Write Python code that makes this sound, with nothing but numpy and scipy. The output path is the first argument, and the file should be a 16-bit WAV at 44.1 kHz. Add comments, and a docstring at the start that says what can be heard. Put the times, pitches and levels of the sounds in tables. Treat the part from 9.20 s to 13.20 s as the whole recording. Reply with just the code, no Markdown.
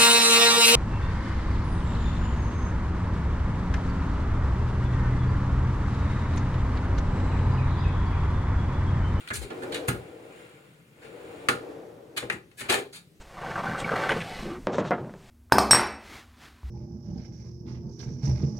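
"""Tool-chest drawer, opened and shut

Close up in a small, quiet workshop, on a stereo microphone. A steel drawer is unlatched, rolls out
on ball-bearing slides and bumps its stop. It rolls back, the slide sections knock as they telescope,
and it is pressed shut with a rattling clunk of sockets and latch.
Every knock and scrape rings the same sheet-steel body."""
import sys
import numpy as np
from scipy import signal
from scipy.io import wavfile

SR = 44100
rng = np.random.default_rng(int(sys.argv[2]) if len(sys.argv) > 2 else 0)


def transcribe(u):
    """Save the signal u as a 16-bit wav file named by the first command-line argument.

    u: samples, shape (n,) or (channels, n), limited to [-1, 1]; the rate is SR.
    q: integer samples, one column per channel.
    """
    v = np.clip(np.atleast_2d(u).T, -1, 1)
    q = np.round(v * 32767).astype(np.int16)
    wavfile.write(sys.argv[1], SR, q)


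N = 176400

# room tone of the workshop: (frequency [Hz], level per Hz [dB])
ROOM_SPECTRUM = [(25, -11), (60, -4), (110, -3.5), (145, 14), (190, -4), (400, -4.5), (800, -22),
                 (2000, -19.5), (5000, -26), (9000, -28.5), (16000, -32.5)]
# whisper of the bearings while the slides are extended: (time [s], level [dB])
BEARING_LEVEL = [(0, -51), (.3, -52), (.8, -54), (1, -58.5), (1.2, -51.5), (1.45, -60), (1.7, -66.5),
                 (1.85, -56), (2.2, -52), (2.55, -63.5), (2.9, -95), (3.3, -74), (4, -81)]
# colour of that whisper: (frequency [Hz], level per Hz [dB])
BEARING_COLOUR = [(700, 5.5), (1300, 10), (2400, 8.5), (4000, 1), (5600, -14.5), (9000, -12),
                  (13000, -24.5), (16000, -11)]
# resonances of the ball cages: (frequency [Hz], width [Hz], level [dB])
CAGE_RESONANCES = [(1424, 47, -12), (2140, 49, -12.5), (2378, 40, -12), (2743, 43, -14.5), (7220, 150, -18),
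                   (9050, 180, -17)]
# speed of the drawer, heard as the level of its rolling: (time [s], level [dB])
ROLL_LEVEL = [(0, -58), (.2, -78.5), (.33, -40.5), (.48, -36), (.66, -37), (.85, -46.5), (1.12, -48),
              (1.4, -57.5), (1.7, -70), (1.85, -48.5), (2.08, -43.5), (2.25, -43), (2.5, -40.5),
              (2.68, -46), (2.9, -51), (3.08, -46), (3.27, -67), (3.7, -76), (4, -115)]
# rumble of the drawer floor: (frequency [Hz], level per Hz [dB])
ROLL_COLOUR = [(40, -17), (120, -2), (210, -11), (320, -5), (460, 6), (620, -2), (1000, -11.5),
               (2300, -20.5), (5500, -40.5), (9000, -44.5), (16000, -50)]
# resonances rung by the balls on the rails: (frequency [Hz], width [Hz], level [dB])
RAIL_RESONANCES = [(287, 10, -12), (332, 42, -7), (393.3, 31, -15), (445, 8.5, -8), (470.4, 33, -5.5),
                   (507, 27, -21.5), (783, 50, -14.5)]
# colour of the struck steel: (frequency [Hz], level per band [dB])
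STEEL_COLOUR = [(30, -52), (50, -22), (75, -15), (120, -9.5), (180, -6.5), (350, -3), (600, -11),
                (950, -11.5), (1450, -6), (2500, -3.5), (3400, -8), (4300, -5.5), (5500, -19), (7000, -7),
                (7900, -12), (9200, -4.5), (12000, -21), (15500, -18.5)]
# how long the steel rings: (frequency [Hz], time to fall 60 dB [s])
STEEL_DECAY = [(115, 0.34), (450, 0.34), (800, 0.29), (1400, 0.24), (2400, .25), (4000, 0.28), (9000, .22),
               (16000, 0.28)]
# clearest modes of drawer and chest: (frequency [Hz], level [dB])
STEEL_MODES = [(120, -1), (372, -9.5), (405, -7.5), (483, -8.5), (718, -17.5), (781, -14.5), (830, -15),
               (1255, -13.5), (1408, -10), (1725, -14.5), (2148, -22), (2376, -11), (2725, -24)]
# steel sliding over steel: (time [s], rise [s], hold [s], release [s], panel [dB], clang [dB],
# tick [dB], pitch of the rubbing part [Hz], its boost [dB], left minus right [dB])
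STEEL_SCRAPES = [ (0.128, .008, 0.015, 0.014, -50, -50, -35.5, 5440, 7, -0.5),
                 (.150, 0.0039, .012, 0.0053, -59, -46, -41, 9550, 8, -2),
                 (0.207, 0.0078, 0.016, 0.014, -40, -53.5, -48, 4300, 4.5, 1),
                 (0.516, 0.0075, 0.0059, .004, -60, -42, -47, 3630, 11.5, -3.5),
                 (0.54, 0.0025, 0.0099, 0.018, -53, -40.5, -44, 3400, 7, -3.5),
                 (0.674, 0.0094, 0.0038, 0.0035, -29.5, -42, -29.5, 12800, 5, -0.5),
                 (1.811, 0.018, 0.017, 0.032, -58, -55, -66, 2500, 0, 2),
                 (2.962, 0.014, 0.0023, 0.0019, -46, -31, -31, 3800, 4.5, -0.5),
                 (3.368, 0.03, 0.0099, 0.01, -62.5, -45.5, -45, 10700, 6.5, 1.5),
                 (3.431, 0.0068, 0.022, 0.014, -47.5, -47, -58, 2380, 0, 1),
                 (3.483, 0.013, 0.045, 0.017, -42, -30.5, -38, 720, 12, 1),
                 (3.724, 0.0031, 0.038, 0.015, -63.5, -56, -49.5, 4300, 6, -1)]
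# knocks of latch, stops and slides: (time [s], thump [dB], panel [dB], clang [dB], tick [dB],
# chatter length [s], pitch of the struck part [Hz], its boost [dB], left minus right [dB])
STEEL_KNOCKS = [ (.002, -57, -79.5, -72, -58.5, 0.015, 3300, 15.5, 2),
                (.075, -72, -78, -46, -55, 0.0022, 2900, 3, -1),
                (.086, -68, -76, -69, -50.5, 0.0032, 3600, 19.5, 0),
                (0.104, -38, -41, -37, -56, .008, 1710, 10.5, 0.5),
                (.303, -57, -35.5, -41, -64, 0.014, 1620, -3.5, -4),
                (.422, -75, -34, -51, -53, 0.016, 1480, 13.5, -2),
                (0.5441, -67, -43, -45.5, -43, 0.0059, 3330, 4, 1),
                (.683, -25.5, -38, -28.5, -48, 0.007, 1400, 3, 0),
                (2.2863, -36, -30, -26, -32, 0.0018, 1320, 7, -1),
                (2.2898, -66.5, -29.5, -32.5, -38.5, 0.0023, 1510, 2.5, 3.5),
                (3.026, -45, -35.5, -44.5, -68, 0.0057, 1140, 1, 1.5),
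                (3.0992, -44, -38.5, -31.5, -45.5, 0.0014, 2000, 8.5, 1),
                (3.123, -42, -39.5, -53, -47.5, 0.01, 2300, -9, 1),
                (3.314, -68.5, -73.5, -65, -72, 0.0036, 2210, 0.5, 5),
                (3.410, -52, -43.5, -46, -44, 0.0057, 2050, 5, -1),
                (3.497, -73, -23.5, -33, -29, .008, 3430, 8.5, 0.5),
                (3.520, -67, -36.5, -34, -30.5, 0.026, 750, 10.5, 0),
                (3.541, -54, -32, -42, -35.5, 0.0048, 463, 7.5, -4),
                (3.578, -62, -33, -44.5, -46, 0.018, 740, -13, 0.5)]
# stereo width at the microphone: (frequency [Hz], side minus mid [dB])
MIC_WIDTH = [(60, -6.5), (110, -21), (200, -25.5), (380, -10), (700, 0), (1290, 1), (2380, 1), (4400, 0.5),
             (8000, -10.5), (11000, -37), (15000, -20.5)]
# balance at the microphone: (frequency [Hz], left minus right [dB])
MIC_BALANCE = [(40, 24), (60, 22.5), (110, -1.5), (160, 4), (270, -2.5), (450, 6.5), (740, -0.5),
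               (1220, -7), (1600, -4.5), (2200, 8), (3200, 2.5), (5500, -1.5), (9000, 0.5), (15000, 0)]

BAND_EDGES = np.r_[np.geomspace(25, 800, 13)[:-1], np.geomspace(800, 17000, 26)]  # Hz
BAND_HZ = np.sqrt(BAND_EDGES[1:] * BAND_EDGES[:-1])
TIME = np.arange(N) / SR
RING_TIME = TIME[:SR // 3]

ROOM_DB, RUMBLE_DB, WHISPER_DB = -58, -4, -1.5
TUG_S, TUG_HZ, TUG_DB, TUG_WIDTH_S, TUG_SAG_HZ_PER_S = 0.21, 62, -31.5, 0.049, 680
BALL_TICKS_PER_S, BALL_SPREAD_DB = 4000, 2.5
SNAP_T60_S, SNAP_DB, CRACK_T60_S, CRACK_DB = 0.018, 10.5, 0.058, -1  # levels against the long ring
CLINK_COUNT, CLINK_LOW_HZ, CLINK_HIGH_HZ, CLINK_DB, CLINK_T60_S = 14, 1992, 14870, -7.5, 0.15
TONE_HZ = (124, 370, 1440, 8970)  # thump, panel, clang, tick
PART_WIDTH_OCTAVES = 0.32
RUBS_PER_S, RUB_BASS_DB = 2500, -6.5
CHATTER_HITS_PER_S, CHATTER_SPREAD_DB, CHATTER_GAIN_PER_S = 2000, 5, 227
LOW_CUT_HZ, HIGH_CUT_HZ = 48, 16200


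def from_db(db):
    return 10 ** (np.asarray(db) / 20)


def unit_rms(x):
    return x / np.sqrt(np.mean(x ** 2) + 1e-20)


def at_hz(points, hz):
    """Reads a table on a log-frequency axis."""
    table_hz, values = np.transpose(points)
    return np.interp(np.log(hz), np.log(table_hz), values)


def fader(rows):
    """Gain over time from rows of (time [s], level [dB])."""
    return from_db(np.interp(TIME, *np.transpose(rows)))


def drift(turns_per_s):
    """A random wander with rms 1."""
    knots = rng.standard_normal(1000)
    return unit_rms(np.interp(TIME * turns_per_s, np.arange(len(knots)), knots))


def pan(db):
    """Left and right gains, db apart."""
    return from_db(db * np.array([[.5], [-.5]]))


def stereo(pair, hz):
    """Two unrelated signals become left and right, with the microphone's image at this pitch."""
    width = from_db(at_hz(MIC_WIDTH, hz))
    balance = unit_rms(pan(at_hz(MIC_BALANCE, hz)))
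    side = width * pair[1] * np.array([[1], [-1]])
    return balance * (pair[0] + side) / np.hypot(1, width)


def band(pair, k):
    """Band k of two noises, as one stereo signal."""
    sos = signal.butter(2, BAND_EDGES[k:k + 2], "band", fs=SR, output="sos")
    return stereo([unit_rms(v) for v in signal.sosfilt(sos, pair + 1e-18)], BAND_HZ[k])


def coloured(sources, spectrum, flutter_db):
    """Shapes two noise pairs band by band, each band fluttering; rms 1."""
    gains = from_db(at_hz(spectrum, BAND_HZ)) * np.sqrt(np.diff(BAND_EDGES))
    out = 0
    for k, gain in enumerate(gains):
        flutter = from_db(flutter_db * drift(turns_per_s=24.77))
        out += gain * flutter * band(sources[k % 2], k)
    return unit_rms(out)


def contacts(shape, per_s, spread_db):
    """Random tiny impacts; spread_db makes their sizes uneven."""
    sizes = from_db(spread_db * np.minimum(rng.exponential(1, shape), 4))
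    signs = rng.choice([-1, 1], shape)
    return sizes * signs * (rng.random(shape) < per_s / SR)


def add(out, start_s, sound):
    """Mixes a sound in at start_s."""
    i = max(int(start_s * SR), 0)
    out[:, i:i + sound.shape[1]] += sound[:, :N - i]


def room_tone():
    """The workshop behind the chest: faint, low, wavering noise."""
    return from_db(ROOM_DB) * coloured(rng.standard_normal((2, 2, N)), ROOM_SPECTRUM, flutter_db=1.5)


def tug():
    """The chest sways under the pull: a few slowing swings as the drawer comes free."""
    t = TIME - TUG_S
    cycles = (TUG_HZ - TUG_SAG_HZ_PER_S * t / 2) * t
    swing = np.exp(-(t / TUG_WIDTH_S) ** 2) * np.exp(2j * np.pi * cycles)
    return from_db(TUG_DB) * stereo([swing.real, swing.imag], TUG_HZ)


def ball_ringing(modes):
    """Ball ticks keep narrow resonances ringing."""
    out = 0
    for hz, width_hz, db in modes:
        ticks = contacts((2, N), BALL_TICKS_PER_S, BALL_SPREAD_DB)
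        ring = signal.lfilter(*signal.iirpeak(hz, hz / width_hz, fs=SR), ticks)
        out += from_db(db) * unit_rms(stereo(ring, hz))
    return out


def bearings():
    """Fine ticking of the balls, ringing faintly in their cages."""
    ticks = contacts((2, 2, N), BALL_TICKS_PER_S, BALL_SPREAD_DB)
    whisper = from_db(WHISPER_DB) * coloured(ticks, BEARING_COLOUR, flutter_db=1)
    return fader(BEARING_LEVEL) * (whisper + ball_ringing(CAGE_RESONANCES))


def rolling():
    """Balls running over the rails make the drawer floor rumble and ring."""
    bumps = contacts((2, 2, N), BALL_TICKS_PER_S, BALL_SPREAD_DB)
    rumble = from_db(RUMBLE_DB) * coloured(bumps, ROLL_COLOUR, flutter_db=1)
    return fader(ROLL_LEVEL) * (rumble + ball_ringing(RAIL_RESONANCES))


def mode_ring(hz, t60_s):
    """One mode of struck steel: a dying sine in stereo."""
    phase = 2 * np.pi * hz * RING_TIME
    return stereo([np.sin(phase), np.cos(phase)], hz) * from_db(-60 * RING_TIME / t60_s)


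def steel_body():
    """The chest's crowded modes as noise bands, their snap, crack and decay, and its clear modes."""
    t, hz = RING_TIME, BAND_HZ[:, None]
    white = rng.standard_normal((2, 2, SR * 2))
    crowded = np.array([band(white[k % 2], k) for k in range(len(BAND_HZ))])
    snap = from_db(SNAP_DB - 60 * t / SNAP_T60_S)
    crack = from_db(CRACK_DB - 60 * t / CRACK_T60_S)
    ring = from_db(-60 * t / at_hz(STEEL_DECAY, hz))
    onset = (1 - np.exp(-t * hz)) ** 2
    envelope = onset * (snap + crack + ring)
    clear = [mode_ring(f, at_hz(STEEL_DECAY, f)) for f, _ in STEEL_MODES]
    return crowded, envelope[:, None], np.array(clear)


def sockets():
    """Shaken loose sockets clink at random pitches across the treble; gives pitches and rings."""
    steps = (np.arange(CLINK_COUNT) + rng.random(CLINK_COUNT)) / CLINK_COUNT
    pitches = CLINK_LOW_HZ * (CLINK_HIGH_HZ / CLINK_LOW_HZ) ** steps
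    return pitches, [mode_ring(hz, CLINK_T60_S) for hz in pitches]


def ring_chest(body, force, tone_db, part_hz, part_db, pan_db):
    """A force rings the body and the sockets, with a boost or dip at the pitch of the part it hits."""
    crowded, envelope, clear = body
    start = rng.integers(SR // 4, SR)  # every contact finds its own mix of modes
    dying_bands = crowded[:, :, start:start + len(RING_TIME)] * envelope
    clink_hz, clinks = sockets()
    rings = np.concatenate([dying_bands, clear, clinks])
    mode_hz, mode_db = np.transpose(STEEL_MODES)
    pitches = np.r_[BAND_HZ, mode_hz, clink_hz]
    db = np.r_[at_hz(STEEL_COLOUR, BAND_HZ), mode_db, at_hz(STEEL_COLOUR, clink_hz) + CLINK_DB]
    db += at_hz(list(zip(TONE_HZ, tone_db)), pitches)
    db += part_db * np.exp(-(np.log2(pitches / part_hz) / PART_WIDTH_OCTAVES) ** 2)
    rung = signal.fftconvolve(rings, force[None, None], axes=2)
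    # each ring's rms if all its energy fell within 22 ms
    strength = np.sqrt((rung ** 2).sum((1, 2)) / (2 * .022 * SR) + 1e-20)
    return np.tensordot(from_db(db) / strength, rung, 1) * pan(pan_db)


def scrapes(body):
    """Dense contacts swell, hold and fade as the latch and slides rub."""
    out, t = np.zeros((2, N)), TIME[:SR // 6]
    for start_s, rise, hold, release, panel_db, clang_db, tick_db, *part in STEEL_SCRAPES:
        pressure = np.minimum(t / rise, 1) * np.exp(-np.maximum(t - rise - hold, 0) / release)
        force = pressure * contacts(len(t), RUBS_PER_S, spread_db=0)
        gain = np.sqrt(np.sum(pressure ** 2) / (0.015 * SR))  # a longer rub carries more energy
        tone_db = (panel_db + RUB_BASS_DB, panel_db, clang_db, tick_db)
        add(out, start_s, gain * ring_chest(body, force, tone_db, *part))
    return out


def knocks(body):
    """Each knock is one impact followed by a short chatter of loose parts."""
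    out, t = np.zeros((2, N)), TIME[:SR // 20]
    for start_s, *tone_db, chatter_s, part_hz, part_db, pan_db in STEEL_KNOCKS:
        chatter = contacts(len(t), CHATTER_HITS_PER_S, CHATTER_SPREAD_DB) * np.exp(-(t / chatter_s) ** 2)
        force = CHATTER_GAIN_PER_S * chatter_s * chatter / (np.linalg.norm(chatter) + 1e-9)
        force[0] += 1  # the impact itself
        add(out, start_s, ring_chest(body, force, tone_db, part_hz, part_db, pan_db))
    return out


def scene():
    """The drawer close up, over the quiet of the workshop."""
    body = steel_body()
    room = room_tone()
    return knocks(body) + scrapes(body) + rolling() + bearings() + tug() + room


def record(dry):
    """The microphone loses the deepest bass; the top is cut steeply."""
    low_cut = signal.butter(4, LOW_CUT_HZ, "high", fs=SR, output="sos")
    high_cut = signal.ellip(12, .1, 80, HIGH_CUT_HZ, fs=SR, output="sos")
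    return signal.sosfilt(high_cut, signal.sosfilt(low_cut, dry))


dry = scene()
out = record(dry)
transcribe(out)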